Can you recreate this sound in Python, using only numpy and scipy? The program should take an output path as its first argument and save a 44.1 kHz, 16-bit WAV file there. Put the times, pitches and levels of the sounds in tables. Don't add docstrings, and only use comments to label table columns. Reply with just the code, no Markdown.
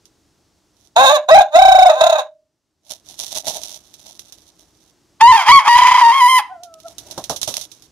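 import sys
import numpy as np
from scipy import signal
from scipy.fft import rfft, irfft, next_fast_len
from scipy.io import wavfile
from scipy.ndimage import uniform_filter1d

SR = 44100
rng = np.random.default_rng(int(sys.argv[2]) if len(sys.argv) > 2 else 0)


def pcm_store(signal):
    levels = np.round(np.clip(np.atleast_2d(signal), -1, 1) * 32767)
    wavfile.write(sys.argv[1], SR, levels.astype(np.int16).T)


N = 348831
TIME = np.arange(N) / SR
CUTOFF_HZ = 15600

# frequency_hz, level_db
CRUNCH_SPECTRUM = [(880, -18), (1500, -22.5), (1690, -24), (2420, -18.5), (3610, -4), (4800, -10.5),
                   (5950, -1.5), (7670, -15.5), (11000, -10.5), (15500, -24.5)]


def from_db(db):
    return 10 ** (np.asarray(db) / 20)


def rms_one(x):
    return x / np.sqrt(np.mean(x ** 2) + 1e-20)


def in_time(rows, t=TIME):
    times_s, *columns = np.transpose(rows)
    return [np.interp(t, times_s, column) for column in columns]


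def during(start_s, end_s):
    return np.clip(np.minimum(TIME - start_s, end_s - TIME) * 200, 0, 1)


def colour(x, points):
    hz, db = np.transpose(points)
    size = next_fast_len(x.shape[-1] + 2048)
    log_hz = np.log(np.arange(size // 2 + 1) * SR / size + 1)
    gain = from_db(np.interp(log_hz, np.log(hz), db))
    return irfft(rfft(x, size) * gain, size)[..., :x.shape[-1]]


def cut(x, hz, kind, order=4):
    return signal.sosfilt(signal.butter(order, hz, kind, fs=SR, output="sos"), x + 1e-18)


def drift(rate_hz, size=N):
    settle = 8000
    return rms_one(cut(rng.standard_normal(size + settle), rate_hz, "low", order=2)[settle:])


def resonate(x, hz, width_hz):
    radius = np.exp(-np.pi * width_hz / SR)
    zeros = np.array([1, 0, -1]) * (1 - radius * radius) / 2
    poles = [1, -2 * radius * np.cos(2 * np.pi * hz / SR), radius * radius]
    return signal.lfilter(zeros, poles, x + 1e-18)


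def evened(x, size=400):
    power = uniform_filter1d(uniform_filter1d(x * x, size), size)
    return x / np.sqrt(np.abs(power) + 1e-12)


def envelope_db(t, start, end, attack, release):
    return -30 * (np.maximum(start - t, 0) / attack + np.maximum(t - end, 0) / release)


def decay(start_s, t60_s):
    age = TIME - start_s
    return (age >= 0) * from_db(-60 * np.clip(age / t60_s, 0, 3))


def air(gain_db):
    # frequency_hz, level_db
    air_spectrum = [(18, -47), (30, -12), (69, -5), (256, -12.5), (307, -5), (492, -18), (606, -17),
                    (2300, -27.5), (5890, -22.5), (15500, -41)]
    # time_s, level_db before the gain
    air_level = [(0.1, -62.5), (0.8, -63.5), (2.5, -77), (2.78, -75), (3.1, -58), (4.9, -61.5), (6.7, -63),
                 (7.1, -49.5), (7.85, -59)]
    level_db, = in_time(air_level)
    noise = 2.4 * rng.standard_normal(N) + rng.standard_normal((2, N))
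    return rms_one(colour(noise, air_spectrum)) * from_db(level_db + gain_db)


def lane(x, t60_s, wet_db, dull_hz, echo_s, echo_db):
    t = TIME[:SR]
    noise = rng.standard_normal((2, SR)) * .5 + rng.standard_normal(SR)
    tail = cut(noise, dull_hz, "low", order=1) * from_db(-60 * t / t60_s)
    tail *= t > .006
    tail *= from_db(wet_db) / np.sqrt(np.sum(tail ** 2) / 2)
    dulled = cut(x, dull_hz, "low", order=1)
    echo = from_db(echo_db) * np.interp(TIME - echo_s, TIME, dulled)
    return signal.fftconvolve(x[None], tail, axes=1)[:, :N] + echo


def footfalls(thud_db, spray_db):
    # start_s, peak_db before the gains, t60_s, grit_db relative to the spray gain
    steps = [(3.48, -29, 0.39, 11), (7.178, -11.5, 0.11, -8.5), (7.296, -10, 0.17, -2),
             (7.476, -17.5, 0.18, 5)]
    # frequency_hz, level_db
    thud_spectrum = [(35, -50), (60, -11), (464, -9), (613, 0), (1240, -16), (2030, -32.5), (3000, -58),
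                     (3900, -53.5), (6600, -120)]
    thud = rms_one(colour(rng.standard_normal(N), thud_spectrum))
    grains = rng.standard_normal((2, N)) * from_db(drift(360))
    grit = rms_one(colour(grains, CRUNCH_SPECTRUM))
    out = 0
    for start_s, peak_db, t60_s, grit_db in steps:
        blow = from_db(thud_db) * thud + from_db(spray_db + grit_db) * grit
        out = out + decay(start_s, t60_s) * from_db(peak_db) * blow
    return out


def snaps(crack_t60_s, crumble_t60_s, gain_db):
    # start_s, peak_db before the gain, crumble_db relative to the crack
    snap_times = [(0.055, -34.5, -5), (3.2067, -24, 2), (3.4835, -13, -4), (3.94, -24, -6.5),
                  (4.1934, -16.5, -9.5), (4.3233, -24.5, -3), (6.6346, -24.5, -3), (6.7404, -22.5, -25),
                  (6.8011, -31.5, -3), (6.9826, -25, 6), (7.111, -26.5, 7), (7.2401, -14, -5),
                  (7.3618, -17.5, 3.5), (7.4153, -10.5, -2), (7.4308, -3.5, -8), (7.5405, -4.5, -17),
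                  (7.5682, 0, -32), (7.612, -21.5, 5), (7.716, -32, 6.5), (7.8223, -34, 0)]
    envelope = 0
    for start_s, peak_db, crumble_db in snap_times:
        crumble = from_db(crumble_db) * decay(start_s, crumble_t60_s)
        envelope = envelope + from_db(peak_db) * (decay(start_s, crack_t60_s) + crumble)
    noise = rms_one(colour(rng.standard_normal((2, N)), CRUNCH_SPECTRUM))
    return from_db(gain_db) * envelope * noise


def scuffs(grains_per_s, crunch_gain_db, soil_gain_db):
    # start_s, end_s, crunch_db, soil_db (both before the gains)
    scuff_times = [(0.777, 0.87, -58, -77), (2.911, 2.918, -26, -44.5), (3.085, 3.129, -35.5, -58),
                   (3.194, 3.324, -29.5, -54), (3.332, 3.386, -25.5, -43), (3.483, 3.48, -16, -26),
                   (3.548, 3.588, -24, -36), (3.61, 3.765, -33, -58), (3.8, 4.503, -50, -71.5),
                   (4.064, 4.128, -40.5, -56), (4.55, 4.906, -56.5, -76), (6.793, 7.87, -53, -76),
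                   (6.88, 6.915, -42.5, -53.5), (7.027, 7.255, -42.5, -51.5), (7.482, 7.626, -30.5, -54.5)]
    # frequency_hz, level_db
    soil_spectrum = [(35, -47), (60, -19), (507, -15), (602, 7.5), (962, -5.5), (1170, -45), (1800, -22),
                     (2340, -26), (3960, -120)]
    swell_s, fade_s = 0.053, 0.073
    grain_spread_db, clump_db = 3.8, 3.0
    boost_db = grain_spread_db * np.minimum(rng.exponential(1, N), 4)
    sizes = from_db(boost_db) * rng.standard_normal((2, N))
    grains = sizes * (rng.random(N) < grains_per_s / SR) * from_db(clump_db * drift(19.5))
    crunch = rms_one(colour(grains, CRUNCH_SPECTRUM))
    soil = rms_one(colour(grains[0] + .5 * grains, soil_spectrum))
    crunch_db, soil_db = np.max([envelope_db(TIME, start, end, swell_s, fade_s) + np.c_[levels_db]
                                 for start, end, *levels_db in scuff_times], axis=0)
    return crunch * from_db(crunch_db + crunch_gain_db) + soil * from_db(soil_db + soil_gain_db)


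def placed(x, left_lag_ms):
    return np.array([np.interp(TIME - left_lag_ms / 1000, TIME, x), x])


def hollow_ring(x, hz, width_hz, spacing_hz, gain_db):
    return from_db(gain_db) * (resonate(x, hz, width_hz) + resonate(x, hz + spacing_hz, width_hz))


def whine(jitter, gain_db, flutter_db):
    # time_s, pitch_hz, fundamental_db, octave_db (levels before the gain)
    whine_curve = [(6.49, 720.4, -44, -61), (6.526, 759, -28, -45), (6.585, 660, -47, -61),
                   (6.635, 719, -37.5, -64), (6.7, 663, -47, -49), (6.785, 640, -46.5, -55),
                   (6.82, 625, -72, -82), (6.862, 683, -29.5, -40), (6.89, 596, -57, -60)]
    pitch_hz, first_db, octave_db = in_time(whine_curve)
    phase = 2 * np.pi * np.cumsum(pitch_hz * (1 + jitter * drift(85))) / SR
    note = from_db(first_db) * np.sin(phase) + from_db(octave_db) * np.sin(2 * phase)
    flutter = from_db(gain_db + flutter_db * drift(46.4))
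    return flutter * during(whine_curve[0][0], whine_curve[-1][0]) * note


def aimed(x, corner_hz):
    # time_s, top_treble_db
    beak_aim = [(5.2, -3.5), (6.1, -4.5), (6.28, 7)]
    aim_db, = in_time(beak_aim)
    top = colour(x, [(corner_hz * .8, -60), (corner_hz, 0)])
    return x + top * (from_db(aim_db) - 1)


def syllable(t, row, scoop):
    scoop_s = 0.013
    edge_rough = 0.95
    start, end, attack, release, first_hz, last_hz, level_db, treble_db, fade_db, rough = row
    progress = np.interp(t, [start, end], [0, 1])
    loose = .5 - .5 * np.tanh(np.minimum(t - start, end - t) / (2 * scoop_s))
    pitch_hz = (first_hz + (last_hz - first_hz) * progress) * (1 - scoop * loose)
    effort_db = envelope_db(t, start, end, attack, release) + fade_db * progress
    roughness = rough + (edge_rough - rough) * loose ** 2
    return np.array([pitch_hz, level_db + effort_db, treble_db + effort_db, roughness])


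def phrase(t, syllables, tones, scoop):
    break_s = 0.013
    each = np.array([syllable(t, row, scoop) for row in syllables])
    strongest = each[:, 1].argmax(axis=0)
    controls = each[strongest, :, np.arange(len(t))].T
    for start, end, first_hz, last_hz, level_db, treble_db, rough in tones:
        locked = np.clip(1 + np.minimum(t - start, end - t) / break_s, 0, 1)
        tone = [np.interp(t, [start, end], [first_hz, last_hz]), level_db, treble_db, rough]
        controls = [free + locked * (held - free) for free, held in zip(controls, tone)]
    return controls


def throbbing(t, rattles, sharpness):
    lean = 1.4
    slack = np.zeros(len(t))
    for start, end, first_rate, last_rate in rattles:
        rate = np.interp(t, [start, end], [first_rate, last_rate], left=0, right=0)
        cycle = np.cumsum(rate) / SR % 1
        slack += np.sin(np.pi * cycle ** lean) ** sharpness * (rate > 0)
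    return slack


def crow(syllables, tones, rattles, throat, scoop, split_hz, jitter, doubling, rasp, sag,
         throb_db, treble_throb_db, throb_rough):
    tremor = .004
    cycle_scatter = .07
    leak = .14
    body_cut_hz = 590
    treble_duty = 0.6
    gate = during(syllables[0][0] - .03, syllables[-1][1] + .1)
    t = TIME[gate > 0]
    pitch, level_db, treble_db, rough = phrase(t, syllables, tones, scoop)

    slack = throbbing(t, rattles, sharpness=2.5)
    slack = slack * np.clip(1 + .25 * drift(25, len(t)), 0, 2)
    rough = np.clip(rough + throb_rough * slack, 0, 1)
    wander = 1 + jitter * rough * drift(200, len(t)) + tremor * drift(70, len(t))
    pitch = pitch * (1 - sag * slack ** 2) * wander

    phase = 2 * np.pi * np.cumsum(pitch) / SR + cycle_scatter * drift(210, len(t))
    pulses = sum(np.cos(k * phase) * (k * pitch < CUTOFF_HZ) for k in range(1, 28))
    halves = sum(np.cos((k + .5) * phase) * (k * pitch < CUTOFF_HZ) for k in range(28))
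    hiss = rng.standard_normal(len(t)) * (1 + np.cos(phase))
    hiss = hiss + .5 * cut(hiss, 2500, "high", order=1)
    syrinx = evened(pulses) + doubling * rough * evened(halves)
    syrinx = syrinx + rasp * (rough ** 2 + leak ** 2) * hiss

    voice = 0
    for hz, width_hz, db in throat:
        voice = voice + from_db(db) * resonate(resonate(syrinx, hz, width_hz), hz, width_hz)
    low = cut(voice, split_hz, "low", order=8)
    body = evened(cut(low, body_cut_hz, "high", order=5))
    edge = evened(cut(voice, split_hz, "high", order=8))
    edge = edge * from_db(2.0 * drift(80, len(t)))
    body = body * from_db(level_db - throb_db * slack)
    edge = edge * from_db(treble_db - treble_throb_db * slack ** treble_duty)
    out = np.zeros(N)
    out[gate > 0] = body + edge
    return out * gate


def scene():
    # frequency_hz, width_hz (of each of two passes), level_db
    big_throat, small_throat = [(726.6, 260, 11), (988, 81, 0), (1526, 140, -3), (2546, 250, -13.5),
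                                (3742, 280, -2), (5690, 280, -20.5), (6654, 310, -12), (8800, 900, -34),
                                (11100, 11000, -32)], [(1007, 270, 4), (2093, 736, 1), (3158, 230, 1.5),
                                                    (4760, 1100, -11.5), (6110, 250, -13), (6910, 130, -13),
                                                    (9460, 920, -16.5), (11900, 1100, -23)]
    # start_s, end_s, attack_s, release_s, first_pitch_hz, last_pitch_hz,
    # level_db, treble_db, fade_db (change over the syllable), roughness (0-1)
    big_syllables, small_syllables = [(0.965, 1.163, 0.006, 0.037, 514, 600, -6, -17.5, -2.5, 0.55),
                                      (1.289, 1.418, 0.0067, 0.024, 574, 819, -8.5, -21.5, 1.5, 0.2),
                                      (1.56, 1.897, 0.032, 0.044, 784, 750.4, 0, -14, -2.5, 0.18),
                                      (1.93, 2.005, 0.03, 0.03, 477.5, 575, -23.5, -36.5, 2.5, 0.6),
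                                      (2.012, 2.194, 0.012, 0.05, 729.4, 616, -5, -15, -10, 0.7)], [(5.211, 5.415, 0.0086, 0.1, 951.4, 800, -9, -12.5, -7.5, 0.43),
                                                             (5.49, 5.588, 0.055, 0.073, 1010, 1040, -3.5, -10, -7, 0.55),
                                                             (5.685, 6.1, 0.06, 0.023, 998.5, 1004, -3.5, -13, -4, 0.49),
                                                             (6.118, 6.396, 0.012, 0.033, 1126, 941, -12.5, -20, -1.5, 0.45)]
    # start_s, end_s, first_pitch_hz, last_pitch_hz,
    # level_db, treble_db, roughness (0-1)
    big_tones, small_tones = [(1.066, 1.088, 517.7, 531, -10, -11.5, 0),
                              (1.129, 1.163, 619.1, 560.2, -13, -22.5, 0),
                              (1.317, 1.341, 642.6, 655, -2.5, -20, 0.1),
                              (1.351, 1.401, 796, 825, 3.5, -16, 0)], [(5.225, 5.271, 908.4, 957, 2, -17, 0.026),
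                                                 (5.28, 5.314, 1012, 1030, -3, -14.5, 0.038),
                                                 (5.327, 5.36, 903, 912, -4, -18.5, 0.3),
                                                 (5.494, 5.518, 985.9, 988, -2.5, -9.5, 0.44),
                                                 (5.522, 5.584, 1141, 1082, -2, -10.5, 0.062),
                                                 (5.693, 5.747, 956.2, 955.6, -8.5, -15, 0.2),
                                                 (6.03, 6.111, 928.3, 927.4, -6, -21, 0.27),
                                                 (6.213, 6.269, 987.5, 982, -7, -19, 0.13),
                                                 (6.289, 6.377, 1051, 1007, -9.5, -16, 0.08)]
    # start_s, end_s, first_rate (throbs per s), last_rate (throbs per s)
    big_rattles, small_rattles = [(1.36, 1.411, 37, 41), (1.563, 1.904, 33.3, 25.4),
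                                  (2.011, 2.188, 33.9, 33.9)], [(5.759, 6.018, 32.3, 29.5)]
    # frequency_hz, level_db
    left_shade = [(100, -5), (700, -1.5), (1100, 2), (2000, -1), (3000, -4), (3800, -15.5), (5000, -14),
                  (6700, -15.5), (10000, -14.5), (15000, -1)]

    ground = scuffs(grains_per_s=2700, crunch_gain_db=-3.5, soil_gain_db=2.0)
    ground = ground + snaps(crack_t60_s=.012, crumble_t60_s=.1, gain_db=-11.0)
    ground = ground + footfalls(thud_db=-9.5, spray_db=-9)

    big = crow(big_syllables, big_tones, big_rattles, big_throat, scoop=0.26, split_hz=2570,
               jitter=.018, doubling=0.72, rasp=.45, sag=0.15,
               throb_db=11.5, treble_throb_db=15, throb_rough=0.75)
    small = crow(small_syllables, small_tones, small_rattles, small_throat, scoop=0.2, split_hz=1394,
                 jitter=.022, doubling=0.33, rasp=1.8, sag=0.21,
                 throb_db=11.5, treble_throb_db=4.5, throb_rough=0.3)
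    small = aimed(small, corner_hz=8590) + whine(jitter=0.00214, gain_db=2, flutter_db=1.5)

    birds = placed(big, left_lag_ms=0.21) + placed(small, left_lag_ms=-0.066)
    birds = birds + hollow_ring(big, hz=602.2, width_hz=6.5, spacing_hz=29, gain_db=5.5)
    birds = birds + hollow_ring(big, hz=2494, width_hz=30, spacing_hz=164, gain_db=-1)
    birds = birds + lane(big, t60_s=0.16, wet_db=-16.0, dull_hz=2920, echo_s=0.075, echo_db=-27.5)
    birds = birds + lane(small, t60_s=0.29, wet_db=-19, dull_hz=2080, echo_s=0.0071, echo_db=-27)

    left, right = birds + ground
    both_lift = [(hz, -20 * np.log10((1 + from_db(db)) / 2)) for hz, db in left_shade]
    shaded = np.array([colour(left, left_shade), right])
    return colour(shaded, both_lift) + air(gain_db=2)


def record(dry, limit=1.7, release_db_per_s=500, top=0.97, lopsided=0.033):
    over_db = 20 * np.log10(np.maximum(np.abs(dry).max(axis=0) / limit, 1))
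    ramp_db = release_db_per_s * TIME
    reduction_db = np.maximum.accumulate(over_db + ramp_db) - ramp_db
    held = dry * from_db(-uniform_filter1d(reduction_db, size=90))
    bent = held + lopsided * cut(held ** 2, 200, "low", order=1)
    clipped = top * bent / (1 + (bent / top) ** 8) ** (1 / 8)
    top_cut = signal.ellip(10, .1, 70, CUTOFF_HZ, fs=SR, output="sos")
    return signal.sosfilt(top_cut, cut(clipped, 37, "high", order=1))


dry = scene()
out = record(dry)
pcm_store(out)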